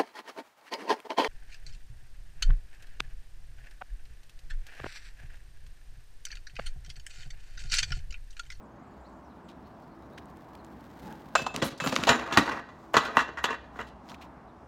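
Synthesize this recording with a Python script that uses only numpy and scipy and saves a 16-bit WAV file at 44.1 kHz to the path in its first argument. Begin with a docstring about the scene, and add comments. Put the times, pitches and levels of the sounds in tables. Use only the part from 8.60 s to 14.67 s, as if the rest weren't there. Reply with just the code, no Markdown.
"""Over distant traffic and far birds, a kick scooter rolls up a damp residential street and nears the microphone:
grainy wheel noise, filtered spray, small scuffs and one squeak. It hops onto a low steel pipe on wooden blocks,
where bursts of noise and decaying modes knock and ring, and rough noise scrapes. It slips off, the rider tumbles
in soft thuds, and the scooter cartwheels over the asphalt with its frame ringing and loose parts rattling. Cloth
and shoes scuff as the rider gets up. House fronts return smeared echoes of all the near sounds."""
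import sys
import numpy as np
from scipy import signal
from scipy.fft import rfft, irfft
from scipy.io import wavfile
from scipy.ndimage import uniform_filter1d

SR = 44100
rng = np.random.default_rng(int(sys.argv[2]) if len(sys.argv) > 2 else 0)


def inscribe(sig):
    """Save sig as 16-bit PCM at rate SR to the path in sys.argv[1].

    A 1-D sig is mono; a 2-D sig holds one channel per row.
    Samples are clipped to [-1, 1] before scaling.
    """
    pcm = np.round(np.clip(np.atleast_2d(sig).T, -1, 1) * 32767)
    wavfile.write(sys.argv[1], SR, pcm.astype(np.int16))


N = 267687
T = np.arange(N) / SR
HIT_T = T[:int(.6 * SR)]

# Levels are relative dB wherever a function adds its own gain.
# Distant traffic, relative spectrum: pitch_hz, level_db
TRAFFIC_COLOUR = [(15, -67), (25, -26), (42, -14.5), (53, 5), (87, -6.5), (200, -3.5), (263, -3), (335, -6),
                  (503, -11.5), (641, -7), (1070, -9.5), (2220, -29), (3920, -39.5), (5000, -40.5),
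                  (16000, -58)]
# Distant engines droning: pitch_hz, width_hz, level_db
DRONES = [(61.4, 5.7, -63), (197, 360, -67), (328, 4.2, -64.5)]
# Wheels on the road and flicked-up spray, relative spectra: pitch_hz, level_db
ROAD_COLOUR = [(50, -16.0), (200, 10.5), (400, 0.0), (680, -5.5), (900, -3.0), (1150, -16.5), (1600, -7.0),
               (4000, -41.5)]
SPRAY_COLOUR = [(600, -18.5), (2000, 3.5), (4000, 0.5), (7000, -7.0), (10000, -12.0), (15000, -7.5)]
# House fronts and parked cars: delay_s, level_db
WALLS = [(0.037, -16), (.088, -25.5), (.106, -25), (.14, -34.5), (.198, -33.5)]
# Tint of the street echo: pitch_hz, level_db
ECHO_COLOUR = [(80, -16), (250, 1), (600, 0.5), (1200, -5.5), (1900, 0), (2300, -4.5), (4000, 0.5),
               (8000, -14), (16000, -15)]
# Far birds, one slurred note each: start_s, start_pitch_hz, end_pitch_hz, level_db
BIRD_CALLS = [(.43, 3540, 4800, -71.5), (.625, 6000, 5140, -80), (.68, 4500, 3240, -76),
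              (1.03, 3700, 4740, -75), (1.2, 3800, 5200, -80), (1.29, 4400, 4180, -79),
              (1.4, 3420, 4300, -78), (1.505, 3480, 4420, -74), (1.965, 4640, 3630, -73),
              (5.859, 4080, 3500, -78.5)]
# Small birds twittering in the trees: start_s, end_s, centre_hz, level_db
TWITTERS = [(0, .55, 6960, -82.5), (0, 0.398, 4600, -88), (0.803, 0.883, 7600, -83),
            (0.997, 1.601, 5220, -85), (5.75, 5.98, 5220, -87)]
# Soles, wet tyres and handlebar scuffing the asphalt: start_s, rise_s, level_db, centre_hz
SCUFFS = [(0.882, 0.0091, -54.5, 3000), (1.574, 0.0048, -54, 2880), (3.041, 0.011, -42, 9930),
          (3.176, 0.0049, -50.5, 4480), (3.236, 0.019, -48, 13000), (3.353, 0.0036, -34.5, 4650),
          (3.423, 0.018, -42.5, 2900), (4.334, 0.0055, -42, 1000), (4.447, 0.0068, -41.5, 2900),
          (4.556, 0.0068, -45, 1210), (4.83, 0.011, -43, 1290), (5.265, 0.01, -55, 3210),
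          (5.494, 0.0046, -48.5, 3300), (5.542, 0.0028, -48.5, 2500), (5.61, 0.0087, -49, 2500)]
# Stones cracking under wheels, deck and shoes: start_s, level_db, hardness_db (treble tilt), pitch_hz
GRIT = [(1.657, -57, 27, 8000), (1.771, -54, 22, 9000), (1.9524, -43.5, 17, 3800),
        (2.047, -47.5, 23.5, 7000), (2.487, -52, 14, 1500), (2.9624, -18.5, 13.5, 8960),
        (3.274, -17.5, 0.5, 5000), (3.3262, -24.5, 1, 3000), (3.342, -28, 7, 6500),
        (3.363, -11, -0.5, 2400), (3.374, -30.5, -1, 2400), (3.437, -15, 3, 3000), (3.451, -28, 6, 4000),
        (5.489, -41, 3.5, 4000), (5.5177, -40, -5, 4200)]
# Deck and wheels striking the pipe, and once (3.325 s) a knock on its wooden blocks: start_s, level_db, bass_db
# and treble_db against the level, resonance_hz, # chatter_t60_s, rebound_db and ring_db against the level,
# favoured_hz (modes the contact point favours)
PIPE_HITS = [(2.7525, -10, -37.5, -9.5, 1404, 0.05, -2, -29.5, 7200),
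             (2.8645, -19.5, -13.5, -10.5, 900, 0.053, -5.5, -30, 1030),
             (2.941, -31, -12, -7.5, 705, .05, -5.5, -35, 541),
             (3.201, -23.5, -28, -5.5, 1800, .05, -6.5, -27, 2395),
             (3.238, -24, -2.5, -9.5, 1400, 0.083, -2.5, -26.5, 7200),
             (3.2625, -23.5, -13.5, -13, 1320, .035, -8.5, -29, 1265),
             (3.325, -22, -8.5, -17, 560, 0.037, -4.5, -32, 541),
             (3.392, -31.5, -5, -12.5, 900, 0.036, -6, -28.5, 7200),
             (3.418, -29.5, -14.5, -10, 1400, 0.14, -2.5, -31.5, 1265)]
# The scooter striking the ground: same columns
FRAME_HITS = [(3.018, -26, -3.5, -6.5, 500, .06, -14.5, -33.5, 551),
              (3.0224, -17.5, -3, -2.5, 542, 0.11, -16, -34, 550),
              (3.4707, -17.5, -9.5, -3.5, 830, 0.073, -6, -25.5, 547),
              (3.4756, -14.5, -13.5, -7.5, 800, .12, -3, -26.5, 678),
              (3.491, -9, -9, -0.5, 1650, 0.1, -11.5, -23.5, 6750),
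              (3.502, -15.5, 0, -14, 584, 0.13, -4, -20, 330),
              (3.627, -30, -7, -22, 700, .05, -12, -29, 1535),
              (3.663, -33.5, -15.5, -8, 1250, .04, -7, -25, 1230),
              (3.686, -31, -10, -17, 950, .04, -9, -25, 678),
              (3.711, -28, -16, -15, 1240, .03, -7, -26.5, 1243),
              (3.725, -20.5, -4, -2, 1114, 0.14, -7.5, -24, 1243),
              (3.7645, -20.5, -24, -27, 1100, 0.026, -14.5, -36, 1075),
              (3.7729, -3.5, -20, -6, 1490, 0.076, -11, -50, 1720),
              (3.877, -20.5, -11, -19, 920, 0.043, -6, -30, 1980),
              (3.912, -27, -9, -16, 1900, 0.05, -5, -28, 2728),
              (3.933, -28, -9, -24, 890, .04, -10.5, -27, 942),
              (3.972, -29.5, -12, -27, 1100, 0.056, -8.5, -23.5, 1920),
              (4.089, -37.5, -12, -17, 1013, 0.045, -7, -25.5, 1965),
              (4.3415, -9, -10, -12, 1200, 0.15, -7, -38, 1243),
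              (4.3671, -5, -9, -7.5, 1160, 0.11, -16.5, -33, 1340),
              (4.452, -25, -11, -7, 1410, 0.1, -7, -26, 1480),
              (4.485, -28, -7.5, -22, 520, 0.083, -13, -20, 1260),
              (4.569, -5.5, -18.5, -17, 1060, .035, -10, -33.5, 2660),
              (4.5908, -11.5, -22, -11.5, 1370, 0.13, -7.5, -36, 1690),
              (4.69, -29.5, -3.5, -35, 477, 0.031, -9, -26, 445),
              (4.773, -24.5, -24.5, -14.5, 1590, 0.11, -0.5, -26, 1900),
              (4.8415, -13.5, -11.5, -4, 1180, 0.068, -11, -29.5, 2440),
              (4.854, -21.5, -18, -15, 3480, 0.097, -9, -24.5, 3460),
              (4.886, -23, -14, -19, 1710, 0.087, -2, -29, 1880),
              (4.905, -21.5, -6, -12, 1120, 0.1, -10, -26.5, 2728),
              (4.929, -24, -13, -16, 1790, 0.073, -4, -37, 1720),
              (5.158, -37, -4.5, -15, 1240, 0.064, -4.5, -36.5, 1970),
              (5.19, -24.5, -8.5, -17, 1560, 0.12, -3, -28.5, 2780),
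              (5.213, -34, -13.5, -6.5, 1690, 0.037, -10, -34, 1865)]
# Resonances of the steel pipe, then of the scooter frame: pitch_hz, level_db, t60_s
PIPE_MODES = [(541, 2, .15), (705, -1, .22), (1030, 0, .08), (1265, -4, .25), (1687, -5, .12),
              (2603, 6.5, .41), (2628, 0, .3), (2700, -1, .16), (3087, -6, .25), (3278, -11, .3),
              (3625, -9, .3), (4065, -10, .22), (4897, -15, .35), (6375, -15, .36), (7170, -7, .3),
              (7295, -11, .2), (7520, -14, .15), (8042, -19, .22), (10040, -23, .22), (13750, -19, .2)]
FRAME_MODES = [(247, -2, .2), (330, -3, .35), (445, -5, .25), (550, -3, .25), (678, -1, .33), (942, 0, .3),
               (1075, -1, .25), (1243, 0, .33), (1420, -3, .25), (1535, 0, .38), (1705, -2, .28),
               (1880, -5, .27), (1965, -7, .3), (2435, -12, .48), (2728, -5.5, .33), (2933, -12, .26),
               (3250, -13, .22), (3465, -8, .22), (3893, -12, .32), (3985, -13, .25), (4450, -17, .22),
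               (5370, -19, .25), (5830, -19, .25), (6090, -17, .17), (6650, -15, .28), (7050, -16, .3)]
# Tint of the pipe knocks, frame knocks, and slides and stones: pitch_hz, level_db
PIPE_COLOUR = [(47, -46), (80, -13), (331, -9.5), (515, -4), (1430, -5.5), (1990, -16), (2840, -10.5),
               (3790, -14), (4140, -9), (4420, -18.5), (7360, -19.5), (10500, -40), (16000, -51.5)]
FRAME_COLOUR = [(35, -50.5), (60, -6), (233, -1), (389, -0.5), (732, -2), (946, 3.5), (1580, -2),
                (2000, -2), (2190, -9.5), (2970, -8.5), (4860, -16.5), (6900, -21.5), (10300, -42),
                (12700, -38), (16000, -50.5)]
SLIDE_COLOUR = [(35, -40.5), (60, -19.5), (91, -12), (198, -4), (389, -4.5), (515, -3.5), (1200, 0),
                (1620, -4.5), (2970, -13.5), (6430, -21.5), (8510, -29.5), (13300, -36.5), (16000, -36)]
# Bass, middle, treble and sizzle of a blow: low_hz, high_hz
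BLOW_BANDS = [(40, 500), (500, 2500), (2500, 8000), (8000, 17000)]
# The deck grinding along the pipe: start_s, length_s, level_db, rumble_db and hiss_db against the level, bite_db
GRINDS = [(2.76, .06, -46.5, 4.5, 6, -3), (3.202, .03, -49.5, -5.5, 3.2, 2.5),
          (3.27, .02, -40.5, -7.5, 2.4, 8.5)]
# The scooter skidding on the asphalt: same columns
SKIDS = [(2.945, 0.042, -46.5, 4, -3.5, -4.5), (3.024, 0.047, -46.5, -6, 6, -3),
         (3.32, 0.22, -42, -4, 0, -14), (3.49, 0.28, -37, -7, -9, 15.5), (3.774, 0.18, -35.5, -8, -7.5, 11),
         (4.41, 0.17, -38, -14, -12, -10)]
# The rider's feet and body landing: start_s, level_db, resonance_hz
THUMPS = [(2.818, -30, 159), (2.945, -27.5, 210), (2.975, -27.5, 154), (3.025, -18, 175),
          (3.052, -24.5, 245), (3.122, -36.5, 160), (3.219, -27.5, 190.7), (3.2621, -18.5, 165),
          (3.326, -22.5, 230), (3.387, -24, 190), (3.429, -25, 258.4), (3.494, -20.5, 149.8),
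          (3.774, -9.5, 254), (4.345, -28.5, 140), (4.367, -25, 270), (4.572, -21.5, 280)]
# Tint of those landings: pitch_hz, level_db
BODY_COLOUR = [(25, -19), (45, -5.5), (90, -3.5), (150, -0.5), (260, 2), (450, -11), (1200, 0), (3000, -27),
               (8000, -32.5), (16000, -46.5)]
# Jacket and shoes dragging as the rider rolls over and gets up, after a spinning wheel's faint spray (the first
# row): middle_s, half_length_s, level_db
RUSTLES = [(4.243, 0.14, -58), (5.204, 0.057, -50.5), (5.499, 0.047, -49), (5.633, 0.028, -52)]
# Tint of those soft dragging strokes: pitch_hz, level_db
CLOTH_COLOUR = [(200, -5.0), (900, 16.5), (3000, -6.0), (7000, -9.5), (10000, -22.0), (15000, -17)]

TRAFFIC_DB, TRAFFIC_FLICKER_DB = -50.5, 1.1
# the run-up: the scooter nears at a steady speed, is pressed down in a crouch, then leaves the ground
SPEED_M_S, NEAREST_M, TAKEOFF_S, LIFT_S = 2.97, 3.13, 2.75, .03
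CROUCH_S, CROUCH_WIDTH_S, CROUCH_RUMBLE_DB, CROUCH_SPRAY_DB = 2.485, 0.074, 9, 8
RUMBLE_DB, SPRAY_DB, SPRAY_FLICKER_DB = -52.5, -66, 2.5
DECK_HUM_HZ, DECK_HUM_DB = 870, -51.5
BIRD_NOTE_S = 0.067
TWITTER_NOTE_S, TWITTER_GAP_S, TWITTER_OCTAVES = .04, .04, .13
SQUEAK_S, SQUEAK_LENGTH_S, SQUEAK_START_HZ, SQUEAK_END_HZ = 1.576, .0125, 1530, 3400
SQUEAK_DB, SQUEAK_DB_PER_OCTAVE = -46.5, -10
GRIT_T60_S, GRIT_BASS_DB, GRIT_SIZZLE_DB = 0.014, -16, -25
# BLOW_S sets the loudness of a blow and how soon the next contact damps a ring
BLOW_S = .01
# the first contact of a blow: its t60 and, for a full-scale blow, its height over the chatter
FIRST_CONTACT_S, PUNCH = .022, 2.2
# every blow has a sharper rebound: delay_s, added treble_db
PIPE_REBOUND = (.003, 0.96)
FRAME_REBOUND = (.012, 3)
# how sharply a tube still in contact resonates, and the width that the contact adds
SHELL_Q, SHELL_WIDTH_HZ = 72, 24
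FAVOUR_OCTAVES, RING_FLUTTER_DB, CLEAN_T60_S = .2, 2.5, .5
# a slide bites as the weight comes down, sags as it slows (the hiss sooner) and dies away when contact ends
SLIDE_ATTACK_S, BITE_S, SLIDE_RELEASE_T60_S = 0.0056, 0.017, 0.29
SAG_DB_PER_S, HISS_SAG_DB_PER_S = 2.5, 43
# the resonances of a scrape change as the contact point shifts
SHIFT_PER_S, SHIFT_DB = 28, 6
THUMP_T60_S, SLAP_DB = 0.14, -3.5
# loose parts take up a share of every blow on the ground and rattle it away
RATTLE_DB, RATTLE_RISE_S, RATTLE_T60_S = -32, 0.017, 0.39
TOP_HZ = 16000


def undb(db):
    """Decibels to gain."""
    return 10 ** (np.asarray(db) / 20)


def unit(x):
    """Scale to rms 1."""
    return x / np.sqrt(np.mean(x ** 2))


def band(x, lo_hz, hi_hz):
    """Band-pass."""
    edges = [lo_hz, min(hi_hz, .48 * SR)]
    return signal.sosfilt(signal.butter(N=3, Wn=edges, btype="band", fs=SR, output="sos"), x)


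def colour(x, points, size=2048):
    """Causal minimum-phase filter that follows a spectrum of (Hz, dB) points."""
    hz, db = np.transpose(points)
    bins_hz = np.fft.rfftfreq(size, 1 / SR)
    gain = undb(np.interp(np.log(bins_hz + 1), np.log(hz), db))
    # folding the cepstrum forward puts the energy at the start
    cepstrum = irfft(np.log(gain))
    cepstrum[1:size // 2] *= 2
    cepstrum[size // 2 + 1:] = 0
    return signal.fftconvolve(x, irfft(np.exp(rfft(cepstrum))))[:len(x)]


def fade(t, t60):
    """Exponential decay, 60 dB down at t60."""
    return np.exp(-np.log(1000) * t / max(t60, 1e-3))


def since(s):
    """Seconds gone by since time s, zero before it."""
    return np.maximum(T - s, 0)


def swell(s, width_s):
    """A smooth rise and fall that reaches 1 at time s."""
    return np.exp(-((T - s) / width_s) ** 2)


def walk(rate):
    """Smoothed random wander over the whole scene, rms 1."""
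    k = int(SR / rate)
    steps = np.repeat(rng.standard_normal(N // k + 1), k)
    return unit(uniform_filter1d(steps, k)[:N])


def wander(n, rate):
    """Random values joined by straight lines, rate of them a second."""
    points = rng.standard_normal(int(n * rate / SR) + 2)
    return np.interp(np.arange(n) * rate / SR, np.arange(len(points)), points)


def grains(n, spread_db):
    """Dense micro-impacts; a wider spread lets single ones stand out."""
    size_db = spread_db * np.minimum(rng.exponential(size=n), 6)
    return unit(rng.standard_normal(n) * undb(size_db))


def resonate(x, hz, q):
    """One damped resonance, gain 1 at its centre."""
    return signal.lfilter(*signal.iirpeak(hz, max(q, 1), fs=SR), x)


def add(out, s, x):
    """Mix x into out at time s."""
    i = int(s * SR)
    out[i:i + len(x)] += x[:N - i]


def neighbourhood(flicker_db):
    """Distant traffic, noise that wavers band by band, and engines droning as narrow bands of noise."""
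    edges = np.geomspace(20, 20000, num=11)
    air = 0
    for lo, hi in zip(edges, edges[1:]):
        air = air + band(rng.standard_normal(N), lo, hi) * undb(flicker_db * walk(7))
    out = undb(TRAFFIC_DB) * unit(colour(air, TRAFFIC_COLOUR)) * undb(0.27 * walk(2.5))
    for hz, width, db in DRONES:
        out += undb(db) * unit(band(rng.standard_normal(N), hz - width / 2, hz + width / 2))
    return out


def wheels():
    """Small hard wheels rumble on the rough asphalt, hum through the deck and flick up spray that carries less far."""
    # gain falls with distance from the microphone, 1 at takeoff
    nearness = NEAREST_M / np.hypot(NEAREST_M, SPEED_M_S * (T - TAKEOFF_S))
    contact = np.exp(-since(TAKEOFF_S) / LIFT_S)
    crouch = swell(CROUCH_S, CROUCH_WIDTH_S)
    rumble = nearness * undb(RUMBLE_DB + CROUCH_RUMBLE_DB * crouch)
    spray = nearness ** 2 * undb(SPRAY_DB + CROUCH_SPRAY_DB * crouch)
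    road = colour(grains(N, spread_db=3.5), ROAD_COLOUR)
    drops = colour(grains(N, spread_db=5.0) * undb(SPRAY_FLICKER_DB * walk(98)), SPRAY_COLOUR)
    hum = undb(DECK_HUM_DB) * crouch * unit(resonate(road, DECK_HUM_HZ, q=14))
    return contact * (rumble * unit(road) + hum + spray * unit(drops))


def street(x, tail_db, t60_low, t60_high):
    """Rough house fronts send back smeared echoes; trees add a thin, dull tail."""
    t = T[:2 * SR]
    noise = rng.standard_normal(len(t))
    tail = band(noise, 60, 2200) * fade(t, t60_low) + band(noise, 4100, 24000) * fade(t, t60_high)
    tail *= 1 - np.exp(-t / 0.014)
    response = undb(tail_db) * tail / np.linalg.norm(tail)
    for delay, db in WALLS:
        smear = rng.standard_normal(len(HIT_T)) * fade(HIT_T, 0.053)
        add(response, delay, undb(db) * smear / np.linalg.norm(smear))
    return signal.fftconvolve(x, colour(response, ECHO_COLOUR))[:N]


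def note(length_s, start_hz, end_hz):
    """One slurred, warbling bird note: a gliding sine with a smooth rise and fall."""
    n = int(length_s * SR)
    pitch = np.linspace(start_hz, end_hz, n) * (1 + .06 * wander(n, rate=900))
    return 2 * np.hanning(n) * np.sin(2 * np.pi * np.cumsum(pitch) / SR)


def birds(echo_db):
    """Single calls and quick runs of short notes, smeared by the trees."""
    out = np.zeros(N)
    for s, start_hz, end_hz, db in BIRD_CALLS:
        add(out, s, undb(db) * note(BIRD_NOTE_S, start_hz, end_hz))
    for start, end, hz, db in TWITTERS:
        for s in np.arange(start, end, TWITTER_GAP_S):
            start_hz, end_hz = hz * 2 ** (TWITTER_OCTAVES * rng.standard_normal(2))
            late_s = TWITTER_GAP_S * rng.random()
            add(out, s + late_s, undb(db) * note(TWITTER_NOTE_S, start_hz, end_hz))
    trees = rng.standard_normal(len(HIT_T)) * fade(HIT_T, 0.61)
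    return out + undb(echo_db) * signal.fftconvolve(out, trees / np.linalg.norm(trees))[:N]


def scuffs(focus_db):
    """Short gritty rubs that bite quickly and trail off, focused in one broad resonance."""
    out = np.zeros(N)
    for s, rise, db, hz in SCUFFS:
        hump = [(hz / 5, -22), (hz / 2, -7), (hz, 0), (hz * 2, -8), (hz * 4, -20)]
        rub = colour(grains(len(HIT_T), spread_db=5.0), hump)
        rub += undb(focus_db) * resonate(rub, hz, q=1.5)
        stroke = HIT_T / rise * np.exp(1 - HIT_T / rise)
        add(out, s, undb(db) * unit(rub) * stroke)
    return out


def squeak():
    """A tiny, rough chirp, like wet rubber slipping: its pitch curls upward and it stops short."""
    u = np.linspace(0, 1, int(SQUEAK_LENGTH_S * SR))
    glide = SQUEAK_START_HZ + (SQUEAK_END_HZ - SQUEAK_START_HZ) * u ** 3
    pitch = glide * (1 + .09 * wander(len(u), rate=2500))
    phase = 2 * np.pi * np.cumsum(pitch) / SR
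    tone = sum(undb(SQUEAK_DB_PER_OCTAVE * np.log2(k)) * np.sin(k * phase) for k in range(1, 6))
    tone = tone * undb(3 * wander(len(u), rate=1500))
    out = np.zeros(N)
    add(out, SQUEAK_S, undb(SQUEAK_DB) * unit(tone) * signal.windows.tukey(len(u), .35))
    return out


def blow(points, band_db, t60, snap, bass_hold, body_hz=1000, body_db=-60, q=8, punch=0):
    """A brief hard contact, then the chatter of loose parts; the contact point favours one resonance."""
    chatter = grains(len(HIT_T), spread_db=3.0)
    out = 0
    for k, (lo, hi) in enumerate(BLOW_BANDS):
        hold = bass_hold if k == 0 else 1
        force = chatter * (fade(HIT_T, t60 * hold) + punch * fade(HIT_T, FIRST_CONTACT_S))
        force /= np.linalg.norm(force)
        force[0] += snap
        force += undb(body_db) * resonate(force, body_hz, q)
        part = band(colour(force, points), lo, hi)
        out = out + undb(band_db[k]) * part / np.linalg.norm(part)
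    return out * np.sqrt(BLOW_S * SR)


def grit(gain_db, focus_db):
    """Single stones snap with no ring, each around its own pitch; the harder the stone, the brighter."""
    out = np.zeros(N)
    for s, db, tilt_db, hz in GRIT:
        band_db = [GRIT_BASS_DB, -tilt_db, 0, GRIT_SIZZLE_DB + tilt_db]
        crack = blow(SLIDE_COLOUR, band_db, GRIT_T60_S, snap=1.3, bass_hold=1.5,
                     body_hz=hz, body_db=focus_db, q=2.5)
        add(out, s, undb(db + gain_db) * crack)
    return out


def contact_q(hz):
    """Sharpness of a tube mode, broadened by contact."""
    return hz / (SHELL_WIDTH_HZ + hz / SHELL_Q)


def shell(x, modes, gain_db):
    """A tube lends its resonances to whatever shakes it; the energy stays the same."""
    y = x + undb(gain_db) * sum(resonate(x, hz, contact_q(hz)) for hz, _, _ in modes)
    return y * np.linalg.norm(x) / np.linalg.norm(y)


def ring(modes, scatter_db, bright_db=0, favoured_hz=1000, favour_db=0):
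    """Ringing of a struck tube: the contact point favours some modes, and the longer-lived are the purer."""
    out = 0
    n = len(HIT_T)
    for hz, db, t60 in modes:
        blur = max(1 - (t60 / CLEAN_T60_S) ** 2, 0)
        size, detune, side = rng.standard_normal(3)
        pitch = hz * (1 + .002 * blur * detune) + .8 * blur * np.sqrt(hz) * wander(n, rate=300)
        treble_share = np.interp(hz, [1800, 3500], [0, 1])
        gain = undb(db + scatter_db * blur * size + bright_db * treble_share)
        favour = favour_db * np.exp(-(np.log2(hz / favoured_hz) / FAVOUR_OCTAVES) ** 2)
        gain = gain * undb(favour + RING_FLUTTER_DB * blur * wander(n, rate=150))
        tone = np.sin(2 * np.pi * np.cumsum(pitch) / SR)
        out = out + np.sign(side) * gain * fade(HIT_T, t60) * tone
    return out


def knocks(hits, rebound, points, modes, knock_db, snap, bass_hold, scatter_db,
           body_db, shell_db, sizzle_db, favour_db, damp_db):
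    """Blows on a metal tube, each with its rebound: a hollow knock and a free ring that the next contact damps."""
    out = np.zeros(N)
    next_times = [hit[0] for hit in hits[1:]] + [T[-1]]
    for hit, next_s in zip(hits, next_times):
        s, level_db, bass_db, treble_db, hz, t60, rebound_db, ring_db, favoured_hz = hit
        for delay, sharper_db, drop_db in [(0, 0, 0), (*rebound, rebound_db)]:
            db = level_db + drop_db
            treble = treble_db + sharper_db
            band_db = [bass_db, 0, treble, treble + sizzle_db]
            # the harder the blow, the more of its energy goes into the first contact
            knock = blow(points, band_db, t60, snap, bass_hold, hz, body_db, q=2.5, punch=PUNCH * undb(db))
            add(out, s + delay, undb(db + knock_db) * shell(knock, modes, shell_db))
        # a dull blow barely wakes the high modes
        ringing = ring(modes, scatter_db, .5 * (treble_db + 12.0), favoured_hz, favour_db)
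        touched = np.clip((s + HIT_T - next_s) / BLOW_S, 0, 1)
        add(out, s, undb(level_db + ring_db + damp_db * touched) * ringing)
    return out


def pipe_knocks():
    """Deck and wheels strike the steel pipe, once its wooden blocks, and set the pipe's modes ringing."""
    return knocks(PIPE_HITS, PIPE_REBOUND, PIPE_COLOUR, PIPE_MODES, knock_db=-8.0, snap=0.18, bass_hold=1.2,
                  scatter_db=5.0, body_db=9.5, shell_db=-6, sizzle_db=-16.5, favour_db=6, damp_db=-5)


def friction(slides):
    """Gains of rumble, body and hiss over a set of slides: attack, bite, sagging hold, release."""
    gains = np.zeros((3, N))
    for s, length, db, rumble_db, hiss_db, bite_db in slides:
        t = since(s)
        pressure = (1 - np.exp(-t / SLIDE_ATTACK_S)) * (1 + undb(bite_db) * np.exp(-t / BITE_S))
        release = fade(since(s + length), SLIDE_RELEASE_T60_S)
        body = undb(db - SAG_DB_PER_S * t) * pressure * release
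        gains += [body * undb(rumble_db), body, body * undb(hiss_db - HISS_SAG_DB_PER_S * t)]
    return gains


def shifting(x, modes, gain_db):
    """A dragged tube: its resonances come and go as the contact point moves."""
    moving = 0
    for hz, _, _ in modes:
        moving = moving + resonate(x, hz, contact_q(hz)) * undb(SHIFT_DB * wander(N, rate=SHIFT_PER_S))
    return unit(x + undb(gain_db) * moving)


def slide(pipe_db, judder_db, frame_db):
    """Metal catches and slips over grit; while on the pipe it keeps the pipe singing."""
    on_pipe = friction(GRINDS)
    rumble, body, hiss = on_pipe + friction(SKIDS)
    rub = colour(grains(N, spread_db=3.0) * undb(judder_db * walk(110)), SLIDE_COLOUR)
    rub = shifting(rub, FRAME_MODES, frame_db)
    low = unit(band(rub, 80, 500))
    mid = unit(band(rub, 500, 2500))
    high = unit(band(rub, 2500, 16000))
    tube = ring(PIPE_MODES, scatter_db=2.5)
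    drive = grains(N, spread_db=6.5) * on_pipe[-1]
    singing = signal.fftconvolve(drive, tube / np.linalg.norm(tube))[:N]
    return rumble * low + body * mid + hiss * high + undb(pipe_db) * singing


def rider(gain_db):
    """Feet and body land softly and heavily: low, broadly resonant blows."""
    out = np.zeros(N)
    for s, db, hz in THUMPS:
        band_db = [0, SLAP_DB, SLAP_DB - 8.5, SLAP_DB - 23.0]
        thud = blow(BODY_COLOUR, band_db, THUMP_T60_S, snap=0.64, bass_hold=0.72, body_hz=hz, body_db=5, q=0.78)
        add(out, s, undb(db + gain_db) * thud)
    return out


def frame_knocks():
    """The scooter strikes the ground and its frame rings."""
    return knocks(FRAME_HITS, FRAME_REBOUND, FRAME_COLOUR, FRAME_MODES, knock_db=-8.0, snap=0.3, bass_hold=0.5,
                  scatter_db=5.0, body_db=4.5, shell_db=-2.5, sizzle_db=-14.5, favour_db=13, damp_db=-8.0)


def rattle(judder_db, taps_per_s, rub_db):
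    """Loose bearings and clamps, shaken by each blow on the ground, tap and rub inside the frame."""
    energy = 0
    for s, db, *_ in FRAME_HITS:
        t = since(s)
        shaking = undb(db + RATTLE_DB) * (1 - np.exp(-t / RATTLE_RISE_S)) * fade(t, RATTLE_T60_S)
        energy = energy + shaking ** 2
    taps = (rng.random(N) < taps_per_s / SR) * (2 * rng.random(N) - 1)
    chatter = unit(taps) + undb(rub_db) * grains(N, spread_db=6.0)
    chatter = chatter * undb(judder_db * walk(90))
    return np.sqrt(energy) * unit(shell(colour(chatter, FRAME_COLOUR), FRAME_MODES, gain_db=3))


def clothes(flutter_db):
    """Soft, uneven strokes: a spinning wheel's faint spray, then cloth dragging over gritty ground."""
    loudness = sum(undb(db) * swell(s, width_s) for s, width_s, db in RUSTLES)
    rub = grains(N, spread_db=3.0) * undb(flutter_db * walk(42))
    return loudness * unit(colour(rub, CLOTH_COLOUR))


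def scene():
    """The run-up and the fall near the microphone, their echo, and the street around them."""
    near = wheels() + scuffs(focus_db=1.0) + squeak() + grit(gain_db=-14.5, focus_db=2)
    near += pipe_knocks() + slide(pipe_db=-9.5, judder_db=3.5, frame_db=-4.5) + rider(gain_db=-7.0)
    near += frame_knocks() + rattle(judder_db=3.0, taps_per_s=880, rub_db=-5.5) + clothes(flutter_db=1.5)
    echo = street(near, tail_db=-18.5, t60_low=0.74, t60_high=0.82)
    far = neighbourhood(flicker_db=TRAFFIC_FLICKER_DB) + birds(echo_db=-6)
    return (near + echo + far)[None]


def record(dry):
    """The microphone channel clips just under full scale and cuts the top."""
    clipped = np.clip(dry, -.88, .88)
    return signal.sosfilt(signal.ellip(8, .2, 70, TOP_HZ, fs=SR, output="sos"), clipped)


dry = scene()
out = record(dry)
inscribe(out)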